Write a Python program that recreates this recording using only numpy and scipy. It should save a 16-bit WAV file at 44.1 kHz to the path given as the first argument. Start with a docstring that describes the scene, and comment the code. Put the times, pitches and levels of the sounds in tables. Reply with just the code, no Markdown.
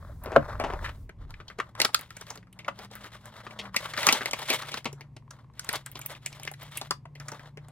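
"""Hands turn a small card box, open its flaps and draw out a thin plastic tray over a carpet.
Card and plastic snap as filtered noise bursts and rustle as gated friction noise; three knocks, one of
them loud, ring the box as decaying sines. Later come six even blips. A motor hums on two sines, a far
engine (one gliding sine) climbs, changes gear and settles; low air rumble and faint hiss open the scene."""
import sys
import numpy as np
from scipy import signal
from scipy.fft import rfft, irfft
from scipy.io import wavfile

SR = 44100
rng = np.random.default_rng(int(sys.argv[2]) if len(sys.argv) > 2 else 0)


def put_to_file(sound):
    """Save the sound as 16-bit audio at rate SR, in the file named by the first command-line argument."""
    columns = np.atleast_2d(sound).T  # one column per channel
    safe = np.clip(columns, -1, 1)
    whole_steps = np.round(safe * 32767)
    wavfile.write(sys.argv[1], SR, whole_steps.astype(np.int16))


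N = 340011
RIGHT_LAG_S = 6e-5   # the box sits nearer the left port


def amp(db):
    """dB to gain."""
    return 10 ** (np.asarray(db) / 20)


def rms_one(x):
    """Scale to rms 1."""
    return x / np.sqrt(np.mean(x ** 2) + 1e-20)


def peak_one(x):
    """Scale to peak 1."""
    return x / (np.max(np.abs(x)) + 1e-20)


def in_time(rows):
    """Table columns after t/s as curves, one value a sample."""
    s, *columns = np.transpose(rows)
    return [np.interp(np.arange(N) / SR, s, c) for c in columns]


def resonate(x, hz, width_hz):
    """Two-pole resonance, gain about 1 on top."""
    r = np.exp(-np.pi * width_hz / SR)
    angle = 2 * np.pi * min(hz, SR / 2.2) / SR
    return signal.lfilter([(1 - r * r) / 2, 0, (r * r - 1) / 2], [1, -2 * r * np.cos(angle), r * r], x)


def body(x, peaks):
    """Resonances in parallel."""
    return sum(amp(db) * resonate(x, hz, width_hz) for hz, width_hz, db in peaks)


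def band(x, low_hz, high_hz):
    """Butterworth band-pass."""
    return signal.sosfilt(signal.butter(2, [low_hz, high_hz], "band", fs=SR, output="sos"), x)


def drift(rate_hz):
    """Slow chance: straight lines between normal draws of spread 1."""
    steps = rng.standard_normal(int(N / SR * rate_hz) + 2)
    return np.interp(np.arange(N) / SR * rate_hz, np.arange(len(steps)), steps)


# shading by the housing: f/Hz, left re right/dB
PORT_SHADING = [(100, 4.5), (500, 3), (2500, 3), (5000, 1), (9000, -2), (14000, 0)]


def ports(x, lag_s):
    """Two channels, the right delayed by lag_s; the housing shades each by half the level difference."""
    hz = np.fft.rfftfreq(len(x), 1 / SR)
    shade_hz, shade_db = np.transpose(PORT_SHADING)
    tilt = amp(np.interp(np.log(hz + 1), np.log(shade_hz), shade_db) / 2)
    delay = np.exp(-2j * np.pi * hz * lag_s)
    return irfft(rfft(x) * [tilt, delay / tilt], len(x))


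# ticks and snaps: t/s, level/dB, panel f/Hz, relative crack level/dB, relative thud level/dB, t60/s
PANEL_SNAPS = [(0.236, -30, 775, -7, -9, 0.15), (0.258, -24.5, 492, -17, -6, 0.15),
               (0.318, -22.5, 487, -18, 4, 0.15), (0.362, -4, 577, -11, 21, 0.021),
               (0.497, -35, 535, -24, 3, 0.045), (0.553, -43, 988, -23, -7, 0.061),
               (0.598, -17.5, 586, -20.5, -8, 0.15), (0.638, -19.5, 540, -22, -4, 0.13),
               (0.7, -21, 988, -19, 7, 0.033), (0.724, -27.5, 560, -26, -5, 0.043),
               (0.735, -21.5, 616, -12, 4, 0.05), (0.822, -32, 530, -26, 6, 0.11),
               (0.844, -24, 1510, -37, -27, 0.15), (0.892, -30.5, 1150, -34, -19, 0.034),
               (1.093, -34, 1280, -25.5, -13, 0.03), (1.305, -34.5, 1030, -12.5, -23, 0.05),
               (1.34, -31.5, 1740, -54, -35, 0.017), (1.401, -35, 1200, -46, -15.5, 0.068),
               (1.481, -32, 3180, -27, -32, 0.036), (1.5, -30.5, 1170, -25, -19, 0.086),
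               (1.586, -24.5, 1210, -18.5, -3, 0.077), (1.6, -16, 1176, -32.5, -59, 0.031),
               (1.751, -32.5, 1050, -19, -27, 0.11), (1.8, -4.5, 2000, -16, -19.5, 0.039),
               (1.816, -2, 2870, -10.5, -26, 0.034), (1.848, -8, 1250, -12.5, -18.5, 0.032),
               (1.89, -33, 810, -33, -13, 0.05), (1.945, -4, 1280, -12, -36, 0.017),
               (1.991, -25, 1580, -8, -15, 0.054), (2.01, -25.5, 1140, -5.5, -29, 0.044),
               (2.105, -29, 1290, -13, -27, 0.03), (2.167, -28, 1590, -9, -16, 0.05),
               (2.211, -29.5, 1270, -9.5, -11, 0.05), (2.267, -35, 1060, -10.5, -19, 0.055),
               (2.303, -22, 910, -9.5, -21, 0.091), (2.356, -30, 850, -9, -8, 0.084),
               (2.374, -35, 483, -12, -24, 0.07), (2.428, -44.5, 1290, -30, -22, 0.025),
               (2.47, -50, 1220, -22.5, -17, 0.043), (2.527, -39.5, 2200, -8, -29, 0.042),
               (2.589, -32, 2100, -20, -30.5, 0.073), (2.646, -33.5, 2160, -40, -19, 0.028),
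               (2.681, -16.5, 1260, -32, -34, 0.033), (2.789, -28.5, 1330, -10.5, -8, 0.15),
               (2.847, -35.5, 1250, -13, -13, 0.043), (2.912, -36.5, 560, -10.5, -16, 0.05),
               (2.953, -26.5, 1240, -7.5, -15, 0.13), (3.042, -31, 1230, -17.5, -16.5, 0.15),
               (3.128, -56, 1250, -22, -10, 0.05), (3.145, -42, 1160, -31, -17, 0.069),
               (3.256, -33.5, 1130, -8.5, -15.5, 0.05), (3.356, -42, 1160, -30, -20, 0.1),
               (3.403, -36.5, 1310, -32, -19, 0.05), (3.466, -26, 1200, -42, -18.5, 0.05),
               (3.507, -35, 2250, -32, -17, 0.042), (3.589, -24, 2160, -29, -19.5, 0.088),
               (3.653, -31, 1270, -37, -19, 0.05), (3.743, -21, 1160, -26, -30, 0.05),
               (3.763, -5, 2190, -17, -29.5, 0.036), (3.853, -27, 1280, -23, -34, 0.066),
               (3.936, -21, 1258, -20, -24.5, 0.05), (3.975, -14.5, 1280, -20, -22, 0.073),
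               (4.03, -15.5, 2200, -18, -35, 0.029), (4.067, 0, 1203, -9.5, -21.5, 0.14),
               (4.088, -2.5, 2070, -19.5, -22, 0.035), (4.125, -3, 3200, -9.5, -17.5, 0.07),
               (4.147, -24, 848, -21, -10, 0.041), (4.208, -20, 1260, -35, -14, 0.1),
               (4.257, -10.5, 2110, -18, -19.5, 0.028), (4.31, -18, 3040, -9.5, -23, 0.05),
               (4.332, -9.5, 2305, -15.5, -16.5, 0.032), (4.391, -25.5, 583, -7.5, -10, 0.062),
               (4.417, -26.5, 864, -15, -13, 0.069), (4.477, -31, 2150, -12.5, -28, 0.05),
               (4.501, -8.5, 2330, -16.5, -17.5, 0.079), (4.536, -15.5, 495, -7.5, -20, 0.044),
               (4.621, -26, 1200, -17.5, -20, 0.15), (4.717, -24, 2270, -17, -19, 0.15),
               (4.741, -18, 1020, -14.5, -16.5, 0.05), (4.772, -23.5, 2600, -22, -16.5, 0.028),
               (4.844, -24, 1855, -12, -28, 0.11), (4.855, -19.5, 2200, -20.5, -13, 0.079),
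               (4.928, -33, 401, -9, -23, 0.067), (5.008, -30.5, 2120, -22.5, -17, 0.05),
               (5.165, -34.5, 2080, -19, -13, 0.05), (5.307, -30, 1053, -9.5, -26.5, 0.053),
               (5.536, -52.5, 1568, -17, -17.5, 0.05), (5.594, -17, 1450, -9.5, -31, 0.033),
               (5.645, -30, 855, -9, -23, 0.05), (5.69, -11, 1500, -13, -19, 0.02),
               (5.728, -19, 3280, -7.5, -20, 0.05), (5.756, -22, 2200, -13, -16, 0.066),
               (5.861, -21.5, 1200, -8.5, -44, 0.054), (5.915, -27.5, 2180, -1, -25, 0.05),
               (5.954, -25, 2390, -21.5, -14.5, 0.065), (5.991, -24.5, 907, -6.5, -12, 0.031),
               (6.014, -27.5, 2334, -9, -29, 0.05), (6.06, -14, 2340, 2, -38, 0.045),
               (6.103, -32, 1866, -16, -13, 0.046), (6.149, -37, 2360, -34, -22.5, 0.043),
               (6.26, -16, 2167, -9, -30, 0.05), (6.327, -31.5, 2344, -14.5, -24, 0.05),
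               (6.397, -32, 635, -10, -12, 0.05), (6.432, -25, 2313, -8.5, -27, 0.05),
               (6.45, -30, 1823, -12, -9, 0.021), (6.475, -19, 1570, -29, -27, 0.02),
               (6.514, -26, 640, -8, -39, 0.041), (6.537, -35.5, 1430, -16, -22, 0.035),
               (6.629, -31.5, 680, -5, -19, 0.055), (6.772, -17.5, 2240, -8, -28, 0.072),
               (6.813, -20.5, 653, -11.5, -13, 0.098), (6.908, -10, 1000, -11, -17, 0.05),
               (7.054, -36, 660, -28, -20, 0.037), (7.152, -36.5, 2086, -22.5, -18, 0.054),
               (7.199, -29, 1320, -9.5, -19, 0.11), (7.283, -22.5, 1210, -9, -16, 0.05),
               (7.317, -27, 922, -9.5, -8, 0.15), (7.394, -36, 1590, -25, -18.5, 0.046),
               (7.572, -33, 1350, -20, -9, 0.05), (7.684, -39, 600, -8.5, -12, 0.062)]
CRACK_HZ, CRACK_OCT_PER_DB, CRACK_KNEE_DB = 4000, 0.52, -10.5   # above the knee, stronger cracks sit higher
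CRACK_CREST_DB, THUD_CREST_DB = 18, 9.5   # added to the table's relative levels


def snaps():
    """A panel creaks, lets go in one jolt and rattles out: its own pitch, a bright crack and a low thud."""
    size, jolt_s = 6000, .0025
    t = np.arange(size) / SR
    out = np.zeros((2, N + size))
    noises = rng.standard_normal((len(PANEL_SNAPS), size))
    lags = rng.normal(1, 0.47, len(PANEL_SNAPS))
    detunes = rng.uniform(.75, 1.35, len(PANEL_SNAPS))
    for (s, db, hz, crack_db, thud_db, t60_s), noise, lag, detune in zip(PANEL_SNAPS, noises, lags, detunes):
        creak = np.minimum(t / jolt_s, 1) ** 2
        rattle = amp(-60 * t / max(t60_s, .005)) + amp(-16.5 - 60 * t / 0.066)
        burst = noise * creak * rattle
        burst *= 1 + 2.7 * (np.abs(noise) > 2.2)   # separate small slips
        burst[round(jolt_s * SR)] += 2.89 * np.sign(noise[0])

        wide = resonate(burst, hz, 1.52 * hz)
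        panel = resonate(wide, hz, 0.085 * hz) + resonate(wide, detune * hz, .5 * hz)
        panel = peak_one(panel + 0.28 * band(burst, 610, 2600))

        crack_hz = min(CRACK_HZ * 2 ** (CRACK_OCT_PER_DB * max(crack_db - CRACK_KNEE_DB, 0)), SR / 3)
        # treble spike, then weak sizzle
        bright = burst * (amp(-60 * np.abs(t - jolt_s) / 0.019) + amp(-14.0))
        crack = peak_one(band(resonate(bright, crack_hz, 0.37 * crack_hz) + 0.073 * bright, 1800, 18000))
        thud = peak_one(band(burst, 220, 1100))

        mix = panel + amp(crack_db + CRACK_CREST_DB) * crack + amp(thud_db + THUD_CREST_DB) * thud
        at = round((s - jolt_s / 2) * SR)
        out[:, at:at + size] += ports(amp(db) * peak_one(mix), lag * RIGHT_LAG_S)
    return out[:, :N]


# fingers on the closed box: t/s, level before trim/dB
BOX_KNOCKS = [(0.094, -38), (0.36, 2.5), (2.679, -21)]
# modes of the hollow box: f/Hz, relative level/dB, t60/s
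BOX_MODES = [(143, -14.5, 0.16), (229, -8.5, 0.088), (298, -11, 0.11), (557.5, 7, 0.048), (667, 4, 0.042),
             (757, -7.5, 0.033), (1120, -12, 0.0088), (1200, 4.5, 0.015), (1400, -4, .035),
             (1590, -8.5, .03), (2000, -20, 0.022)]


def knocks():
    """A soft fingertip blow rings the modes of the hollow box; high modes speak first."""
    t, out = np.arange(8000) / SR, np.zeros(N)
    for s, db in BOX_KNOCKS:
        ring = 0
        for hz, mode_db, t60_s in BOX_MODES:
            decay = amp(mode_db + rng.normal(0, 1) - 60 * t / t60_s)
            onset = (1 - np.exp(-t * hz / 2.4)) ** 2
            ring = ring + decay * onset * np.sin(2 * np.pi * (hz * t + rng.random()))
        at = round(s * SR)
        out[at:at + len(t)] += amp(db - 4.5) * peak_one(ring)   # trim -4.5 dB
    return ports(out, RIGHT_LAG_S)


# strokes of skin or plastic over card: t/s, length/s, level/dB, brightness/dB
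RUB_STROKES = [(0, 0.13, -55.5, -11.5), (0.249, 0.18, -43.5, -17), (0.495, 0.29, -42.5, -15),
               (0.848, 0.043, -42, -2.5), (.93, 0.084, -65.5, -6.5), (1.202, 0.21, -61, -5.5),
               (1.482, 0.21, -57, -5.5), (1.79, 0.051, -38, -9), (1.939, 0.096, -51, 1.5),
               (2.11, 0.26, -62.5, 4), (2.57, 0.13, -59.5, -10), (2.776, 0.07, -51, 0),
               (2.931, 0.24, -55, 2), (3.239, 0.26, -54, -3), (3.534, 0.15, -50, -9), (3.761, 0.17, -47, 1),
               (3.985, .22, -36.5, 2.5), (4.262, 0.081, -40.5, -1.5), (4.393, 0.15, -42, 5.5),
               (4.562, 0.21, -46, 5.5), (4.836, .22, -63, -11.5), (5.326, 0.089, -61, -5),
               (5.574, .08, -62, 2), (5.699, 0.062, -40.5, 1), (5.88, 0.094, -62, 2.5),
               (6.001, 0.16, -53.5, 0.5), (6.229, 0.25, -58.5, 2.5), (6.593, 0.27, -56, 3.5),
               (7.18, .1, -60.5, -4.5), (7.308, 0.16, -52.5, -3.5), (7.6, .11, -59.5, -8.5)]
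STROKE_RISE_DB_PER_S, STROKE_FALL_DB_PER_S, STROKE_SWELL_DB = 598, 391, 1.5
SCRATCH_DB, HISS_DB, HISS_FOLLOWS = -1, -9.5, 1.1   # re body; hiss takes brightness x 1.1


def strokes():
    """Each stroke rises fast, swells slightly while it lasts and falls away; gains of body, scratch, hiss."""
    t, gains = np.arange(0, N + 64, 64) / SR, 0
    for s, length_s, db, bright_db in RUB_STROKES:
        swell_db = STROKE_SWELL_DB * np.clip((t - s) / length_s, 0, 1)
        rise_db = STROKE_RISE_DB_PER_S * np.maximum(s - t, 0)
        fall_db = STROKE_FALL_DB_PER_S * np.maximum(t - s - length_s, 0)
        layers_db = [[0], [SCRATCH_DB + bright_db], [HISS_DB + HISS_FOLLOWS * bright_db]]
        gains = gains + amp(db + swell_db - rise_db - fall_db + layers_db)
    return [np.interp(np.arange(N) / SR, t, g) for g in gains]


CATCHES_PER_S, CATCH_T60_S, CATCH_GAIN = 35, 0.11, 1.7


def catches():
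    """The surface catches and lets go: random sudden swells of friction that die away fast."""
    kicks = (rng.random(N) < CATCHES_PER_S / SR) * rng.random(N)
    return 1 + CATCH_GAIN * signal.lfilter([1], [1, -amp(-60 / (CATCH_T60_S * SR))], kicks)


def crinkles(per_s, count):
    """Tiny creases let go at random, each ringing briefly at one of count pitches."""
    fires = rng.random(N) < per_s / SR
    sizes = fires * amp(2.89 * np.minimum(rng.exponential(1, N), 4)) * rng.choice([-1, 1], N)
    dealt = rng.integers(0, count, N)
    out = 0
    for k, hz in enumerate(np.geomspace(400, 15000, count)):
        out = out + resonate(sizes * (dealt == k) + 1e-18, hz, 0.89 * hz) / np.sqrt(hz)
    return rms_one(out)


# friction resonances, low to high layer: f/Hz, width/Hz, relative level/dB
BODY_PEAKS = [(326, 46, -7), (616, 59, 1.5), (1000, 820, 1), (1280, 3600, -9)]
SCRATCH_PEAKS = [(2200, 390, -6), (3556, 2400, -2.5), (5140, 500, -11)]
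HISS_PEAKS = [(6500, 7500, 5.5), (10200, 18000, -15.5), (14800, 3300, -15.5)]


def rubbing():
    """Skin and plastic slip over card: uneven friction noise and crinkles, in three layers."""
    clumps = catches() * amp(np.minimum(4 * drift(40) + 3 * drift(150), 5))
    source = ports(clumps * (rng.standard_normal(N) + 0.42 * crinkles(700, count=24)), RIGHT_LAG_S)
    spread = clumps * rng.standard_normal((2, N))   # independent per port
    body_gain, scratch_gain, hiss_gain = strokes()
    low = rms_one(band(body(source + 0.11 * spread, BODY_PEAKS), 250, 1700))
    scratch = rms_one(band(body(source + .2 * spread, SCRATCH_PEAKS), 1700, 3700))
    hiss = rms_one(band(body(source + 1.9 * spread, HISS_PEAKS), 5000, 18000))
    return body_gain * low + scratch_gain * scratch + hiss_gain * amp(2.0 * drift(42)) * hiss


# soft blips: first t/s, spacing/s, f/Hz, level/dB
EVEN_BLIPS = (5.224, .0552, 1040, -49)


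def blips(count):
    """A short dull ring of two cascaded resonances, repeated at an even pace."""
    first_s, spacing_s, hz, db = EVEN_BLIPS
    clicks = np.zeros(N)
    at = np.round((first_s + spacing_s * np.arange(count)) * SR).astype(int)
    clicks[at] = amp(rng.normal(0, 1.4, count))
    ring = resonate(resonate(clicks + 1e-18, hz, hz / 7), hz, hz / 2)
    return amp(db) * ports(peak_one(ring + 0.11 * band(clicks, hz, 2.0 * hz)), RIGHT_LAG_S)


ROOM_T60_S, ROOM_DB, WALL_CUT_HZ = 0.13, -15, 11000


def room(x):
    """Short, dull, diffuse tail: decaying noise, its own in each channel."""
    t = np.arange(round(.4 * SR)) / SR
    tail = rng.standard_normal((2, len(t))) * amp(-60 * t / ROOM_T60_S) * (t > .004)
    tail = signal.sosfilt(signal.butter(1, WALL_CUT_HZ, fs=SR, output="sos"), tail)
    tail /= np.sqrt(np.sum(tail ** 2, axis=1, keepdims=True))
    return amp(ROOM_DB) * signal.fftconvolve(x, tail, axes=1)[:, :N]


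# far engine: t/s, f/Hz, relative level/dB
ENGINE_COURSE = [(2.0, 152.4, -99), (2.17, 167.2, -60.5), (2.451, 180, -63.5), (3.0, 205, -59),
                 (3.11, 192, -70), (3.3, 216.3, -67), (3.5, 220.6, -62), (3.65, 198.3, -55),
                 (3.95, 148, -58.5), (4.852, 143, -54.5), (4.959, 138.8, -48), (5.15, 139.9, -56),
                 (5.54, 136, -58), (6.3, 141, -53.5), (7.29, 142.9, -51.5), (7.71, 147.3, -54.5)]


def engine():
    """One firing tone reaches the room, wavering in pitch and level."""
    start_hz = ENGINE_COURSE[0][1]
    hz, db = in_time([(0, start_hz, -90.5), (1.8, start_hz, -77)] + list(ENGINE_COURSE))
    waver_db, waver_hz = 2.5 * drift(14), 2.5 * drift(20)
    return amp(db + 4.5 + waver_db) * np.sin(2 * np.pi * np.cumsum(hz + waver_hz) / SR)


# motor lines: f/Hz, relative level/dB
MOTOR_LINES = [(58, -64), (115.5, -55)]


def hum():
    """Motor lines at fixed pitch that waver a little in level."""
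    t = np.arange(N) / SR
    return sum(amp(db + 1.7 * drift(18)) * np.sin(2 * np.pi * hz * t) for hz, db in MOTOR_LINES)


# air movement: t/s, deep level/dB, low level/dB
RUMBLE_COURSE = [(0.0, -63, -45), (0.48, -59, -42.5), (0.51, -43, -40), (0.64, -41, -41),
                 (0.69, -42.5, -38), (1.04, -47.5, -44), (1.12, -77, -58), (1.22, -51, -39),
                 (1.32, -42.5, -46), (1.52, -70, -56), (1.98, -83, -77), (2.0, -82, -78)]


def rumble():
    """Low air movement at the ports while the box swings past: two noise bands that die away."""
    deep_db, low_db = in_time(list(RUMBLE_COURSE) + [(2.1, -100, -100)])
    shared = rng.standard_normal((2, 1, N))
    deep, low = shared + .12 * rng.standard_normal((2, 2, N))
    return amp(deep_db) * rms_one(band(deep, 24, 54)) + amp(low_db) * rms_one(band(low, 27, 95))


EARLY_HISS_DB, EARLY_HISS_END_S, EARLY_HISS_FALL_DB_PER_S = -70, 1.034, 300


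def early_hiss():
    """Smooth, faint treble noise that fades quickly after the first second."""
    fade_db = -EARLY_HISS_FALL_DB_PER_S * np.maximum(np.arange(N) / SR - EARLY_HISS_END_S, 0)
    white = rng.standard_normal(N) + 1.1 * rng.standard_normal((2, N))
    return amp(EARLY_HISS_DB + fade_db) * rms_one(band(white, 3500, 20000))


# room tone spectrum: f/Hz, relative density/dB
AIR_SPECTRUM = [(12, -54), (20, -14.5), (130, -1), (193, -7.5), (357, -19.5), (678, -28), (1060, -24),
                (1370, -40), (2200, -36.5), (2910, -44.5), (13500, -58), (16000, -68.5)]
AIR_DB = -56.5


def air():
    """Quiet room tone: shaped noise, mostly alike in both ports."""
    hz, db = np.transpose(AIR_SPECTRUM)
    grid_hz = np.fft.rfftfreq(N, 1 / SR) + 1
    white = rng.standard_normal(N) + 0.22 * rng.standard_normal((2, N))
    shape = amp(np.interp(np.log(grid_hz), np.log(hz), db))
    return amp(AIR_DB) * rms_one(irfft(rfft(white) * shape, N))


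def scene():
    """Hands on the packaging in the room, over the background."""
    hits = snaps() + knocks() + blips(count=6)
    tones = (engine() + hum()) * amp([[.6], [-.6]])
    return hits + room(hits) + rubbing() + tones + rumble() + early_hiss() + air()


CUTOFF_HZ = 17150


def record(dry):
    """Peaks overload at 0.94 of full scale; the top edge rolls off, then is cut."""
    clipped = np.clip(dry, -.94, .94)
    soft = signal.sosfilt(signal.butter(2, 16600, fs=SR, output="sos"), clipped)
    return signal.sosfilt(signal.cheby2(12, 60, CUTOFF_HZ, fs=SR, output="sos"), soft)


dry = scene()
out = record(dry)
put_to_file(out)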